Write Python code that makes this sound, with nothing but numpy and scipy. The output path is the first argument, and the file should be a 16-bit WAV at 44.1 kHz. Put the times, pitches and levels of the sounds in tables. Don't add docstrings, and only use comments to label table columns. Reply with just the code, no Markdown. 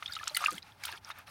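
import sys
import numpy as np
from scipy import signal
from scipy.fft import rfft, irfft
from scipy.io import wavfile
from scipy.ndimage import uniform_filter1d

SR = 44100
rng = np.random.default_rng(int(sys.argv[2]) if len(sys.argv) > 2 else 0)


def generate_wav(sig):
    pcm = np.round(np.clip(np.atleast_2d(sig).T, -1, 1) * 32767).astype(np.int16)
    wavfile.write(sys.argv[1], SR, pcm)


N = 57330
T = np.arange(N) / SR


# t/s, f/Hz, level/dB, decay/cycles
PLOPS = [(0.0243, 1280, -32.5, 3.3), (.0594, 3370, -28, 8.3), (0.0775, 3630, -35, 11.5),
         (0.0965, 1418, -39.5, 8.8), (0.1105, 1676, -43.5, 7.4), (0.1225, 4670, -32, 22),
         (0.135, 3670, -35, 13), (0.1522, 3800, -32.5, 14.6), (.1655, 1280, -32.5, 7.7),
         (0.1655, 2920, -31, 3.5), (0.1895, 2650, -32.5, 1.4), (0.197, 1710, -39, 17),
         (0.211, 1198, -39, 7.7), (.2330, 1314, -32, 4.1), (0.2738, 1380, -29, 2.3),
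         (0.2785, 5470, -22.5, 4.2), (0.2966, 4000, -34.5, 8.8), (.3120, 607, -47, 7.4),
         (0.3477, 4420, -23.5, 9.9), (0.3487, 2020, -32, 6.3), (.3660, 1977, -28, 14.5),
         (0.3698, 2875, -25, 7.8), (0.3704, 9000, -17.5, 4.6), (0.371, 1370, -29.5, 5.3),
         (0.406, 1200, -35.5, 9.4), (.4145, 717, -40, 4.7), (0.425, 1142, -30, 3.3),
         (0.4402, 1267, -21, 3.7), (0.4473, 4460, -24, 1.8), (0.4505, 1600, -32, 2.4),
         (.459, 2415, -21, 7.1), (0.4601, 2680, -13.5, 5.5), (0.4704, 1530, -30.5, 6.8),
         (0.4826, 1204, -22.5, 11.6), (0.522, 513, -47.5, 5), (0.523, 320, -52, 2.8),
         (0.541, 182, -45.5, 1.7), (0.579, 2090, -39.5, 6.1), (.5810, 3130, -32, 5), (0.623, 3900, -45, 21),
         (0.628, 4800, -38.5, 3.3), (.721, 3450, -48, 5), (.8360, 2220, -34, 6.9), (0.8368, 1570, -37.5, 4),
         (.8527, 1380, -33, 0.71), (0.8709, 1410, -34, 2), (0.8905, 960, -35, 1.6),
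         (0.9245, 1710, -36, 4.3), (0.975, 3330, -40.5, 4.3), (1.0476, 5360, -33.5, 2.3),
         (1.1024, 1270, -29.5, 0.72), (1.113, 3630, -40, 17)]

def plops(wobble_depth=.48, wobble_s=.0012, full_wobble_hz=3500, size=8192):
    out = np.zeros(N)
    for start, hz, db, cycles in PLOPS:
        shake = (wander(wobble_s, size) + 1j * wander(wobble_s, size)) / np.sqrt(2)
        depth = wobble_depth * min(hz / full_wobble_hz, 1)
        calm = bubble(hz, max(cycles, 1))
        shaken = bubble(hz, max(cycles, 1), depth * shake)
        add(out, start, undb(db) * shaken * np.linalg.norm(calm) / np.linalg.norm(shaken))
    return out


def spatter(count=6, within_s=.009, centre_hz=3300, relative_db=-12, plop_cap_db=-25):
    out = np.zeros(N)
    for start, _, db, _ in PLOPS:
        gain = undb(min(db, plop_cap_db) + relative_db)
        for late, pitch, size in rng.random((count, 3)):
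            droplet = bubble(centre_hz * 2 ** (2 * pitch - 1), cycles=2.5)
            add(out, start + within_s * late, size * gain * droplet)
    return out


def bubble(hz, cycles, wobble=0, rise_per_cycle=.00098, max_rise=.12):
    t = T[:int(7 * cycles / hz * SR) + 16]
    turns = t * hz
    attack_s = .0003 + .8 / hz
    env = (1 - np.exp(-t / attack_s)) * np.exp(-turns / cycles)
    glide_hz = hz * (1 + np.minimum(rise_per_cycle * turns, max_rise))
    tone = np.exp(2j * np.pi * np.cumsum(glide_hz) / SR) * (1 + np.resize(wobble, len(t)))
    return env / env.max() * tone.imag


# t/s, level/dB, centre f/Hz, decay/s
IMPACTS = [(0.0253, -37.5, 2340, 0.0035), (0.0589, -40, 3360, 0.0037), (0.1337, -45, 9050, 0.0036),
           (0.152, -39.5, 4300, 0.0051), (0.23, -43, 3000, 0.0038), (0.24, -40.5, 5560, 0.001),
           (0.2723, -34, 3330, 0.007), (0.279, -25, 6850, 0.00059), (0.3457, -38, 10500, 0.0022),
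           (0.3538, -37.5, 8400, 0.004), (0.3654, -29, 3520, 0.0037), (0.3694, -24.5, 9900, 0.0017),
           (.4400, -29, 2390, 0.0011), (0.4478, -35, 6800, 0.0024), (0.47, -34, 8800, 0.00086),
           (0.4775, -44, 3620, 0.0035), (0.507, -39.5, 8350, 0.002), (0.514, -39.5, 4400, 0.0024),
           (0.518, -54, 280, 0.087), (0.5251, -41, 9650, 0.0013), (0.5309, -41, 7300, 0.00081),
           (0.552, -50, 9550, .004), (0.581, -49, 8600, 0.0043), (0.837, -38.5, 4700, 0.0052),
           (0.836, -41, 11900, 0.0016), (0.8509, -33.5, 3700, 0.0034), (0.8539, -34, 11000, 0.0029),
           (0.879, -40, 2540, 0.017), (0.9244, -39, 3400, 0.0016), (0.934, -54.5, 430, 0.0071),
           (1.092, -51.5, 14700, 0.0012), (1.1020, -41.5, 2120, 0.0071), (1.1870, -44, 14300, 0.00061),
           (1.273, -52, 2600, 0.003)]

def slaps(attack_s=.0008, width_oct=.55, size=4096):
    out, t = np.zeros(N), T[:size]
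    f = np.maximum(np.fft.rfftfreq(size, 1 / SR), 1)
    for start, db, hz, decay_s in IMPACTS:
        octaves = np.log2(f / hz)
        band = 1 / (1 + (octaves / width_oct) ** 2) ** .88
        treble_cut = np.exp(-np.maximum(octaves, 0) ** 2)
        env = (1 - np.exp(-t / attack_s)) * np.exp(-t / decay_s)
        burst = rng.standard_normal(size) * env
        crack = irfft(rfft(burst) * band * treble_cut, size) * np.linspace(1, 0, size)
        add(out, start, undb(db) * crack * np.linalg.norm(env / env.max()) / np.linalg.norm(crack))
    return out


# t/s, wash level/dB, spray level/dB
FLOW_LEVELS = [(0, -59, -62.5), (.045, -60, -58), (.09, -55.5, -56.5), (.15, -60, -52), (.205, -57.5, -58),
               (.285, -49.5, -53), (0.342, -58.5, -60), (.37, -55.5, -48), (0.396, -47, -46.5),
               (.425, -39, -45.5), (.47, -48.5, -52), (0.572, -54.5, -52.5), (0.612, -69, -72.5),
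               (.675, -56.5, -64), (0.763, -70.5, -73.5), (0.823, -52.5, -60.5), (.865, -54.5, -48.5),
               (0.897, -47, -52.5), (0.921, -50.5, -48), (0.943, -49, -60.5), (0.979, -56.5, -56),
               (1.0, -72, -82), (1.025, -65, -70.5), (1.059, -57, -61.5), (1.11, -46.5, -53.5),
               (1.131, -60, -72.5), (1.19, -49.5, -61.5), (1.259, -71.5, -75.5), (1.275, -54, -57)]
# f/Hz, relative level/dB
WASH_SPECTRUM = [(250, -12), (450, -7.5), (650, -6), (1000, 3), (1350, 10.5), (1900, 5.5), (2700, 9),
                 (4300, -10), (7000, 1), (16000, -12)]
GURGLE_SPECTRUM = [(1200, -28), (2000, 13), (3800, 10.5), (6000, 2)]
SPRAY_SPECTRUM = [(1200, -32), (2800, 4), (5200, 3), (7200, -4), (9000, 2), (12000, -1), (16000, 0)]

def running_water(fully_broken_db=-57, gurgle_vs_spray_db=-8):
    times, wash_db, spray_db = np.array(FLOW_LEVELS).T
    wash_gain = undb(np.interp(T, times, wash_db))
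    spray_gain = undb(np.interp(T, times, spray_db))
    broken = np.minimum(spray_gain / undb(fully_broken_db), 1)
    wash = swarm(WASH_SPECTRUM, broken, band_hz=(544, 6750), per_s=4200, spread_db=4.5, cycles=2.96)
    gurgle = swarm(GURGLE_SPECTRUM, broken, band_hz=(1220, 6860), per_s=1000, spread_db=3, cycles=3.5)
    spray = swarm(SPRAY_SPECTRUM, broken, band_hz=(3108, 15500), per_s=3400, spread_db=3.4, cycles=4.5)
    return wash * wash_gain + (spray + undb(gurgle_vs_spray_db) * gurgle) * spray_gain


def swarm(spectrum, broken, band_hz, per_s, spread_db, cycles, max_count=8000):
    out = np.zeros(N)
    low_hz, high_hz = band_hz
    for when, pitch, rarity, ring in rng.random((max_count, 4))[:int(per_s * N / SR)]:
        db = -spread_db * np.log(max(rarity, .02))
        hz = low_hz * (high_hz / low_hz) ** pitch
        add(out, when * N / SR, undb(db) * bubble(hz, cycles * 2 ** (2 * ring - 1)))
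    random_phase = np.exp(2j * np.pi * rng.random(N // 2 + 1))
    hiss = irfft(rfft(out) * random_phase, N)
    return colour(broken * out + np.sqrt(1 - broken ** 2) * hiss, spectrum)


def tub_echo(x, delay_s=.0022, decay_s=.005, echo_db=-15, size=3000):
    scatter = rng.standard_normal(size) * np.exp(-T[:size] / decay_s)
    echo = np.zeros(2 * size)
    add(echo, delay_s, undb(echo_db) * scatter / np.linalg.norm(scatter))
    return x + signal.fftconvolve(x, echo)[:N]


def tub_air(hz=840, q=18, level_db=-70):
    note = signal.lfilter(*signal.iirpeak(hz, q, fs=SR), rng.standard_normal(N))
    return undb(level_db) * unit(note)


# f/Hz, relative level/dB
AIR_SPECTRUM = [(25, -46), (42, -9), (60, -4), (90, 5.5), (150, -5), (300, -11.5), (500, -16), (900, -10.5),
                (2000, -38), (5000, -41), (16000, -32.5)]

def outdoors(level_db=-63, rumble_below_hz=170, sway_db=2, sway_s=.031):
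    air = colour(rng.standard_normal(N), AIR_SPECTRUM)
    rumble = signal.sosfiltfilt(signal.butter(2, rumble_below_hz, fs=SR, output="sos"), air)
    sway = undb(sway_db * wander(sway_s, N))
    return undb(level_db) * (air - rumble + rumble * sway)


def undb(db):
    return 10 ** (np.asarray(db) / 20)


def unit(x):
    return x / np.sqrt(np.mean(x ** 2) + 1e-20)


def add(out, start_s, sound):
    i = int(np.clip(round(start_s * SR), 0, N - 1))
    out[i:i + len(sound)] += sound[:N - i]


def colour(x, spectrum):
    hz, db = np.array(spectrum, float).T
    f = np.maximum(np.fft.rfftfreq(N, 1 / SR), 1)
    gain = undb(np.interp(np.log(f), np.log(hz), db))
    return unit(irfft(rfft(x) * gain, N))


def wander(span_s, size):
    width = max(int(span_s * SR), 2)
    return unit(uniform_filter1d(uniform_filter1d(rng.standard_normal(size), width), width))


def scene():
    water = plops() + spatter() + slaps() + running_water()
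    return (tub_echo(water) + tub_air() + outdoors())[None]


def record(dry):
    return signal.sosfilt(signal.ellip(10, .2, 70, 16200, fs=SR, output="sos"), dry)


dry = scene()
out = record(dry)
generate_wav(out)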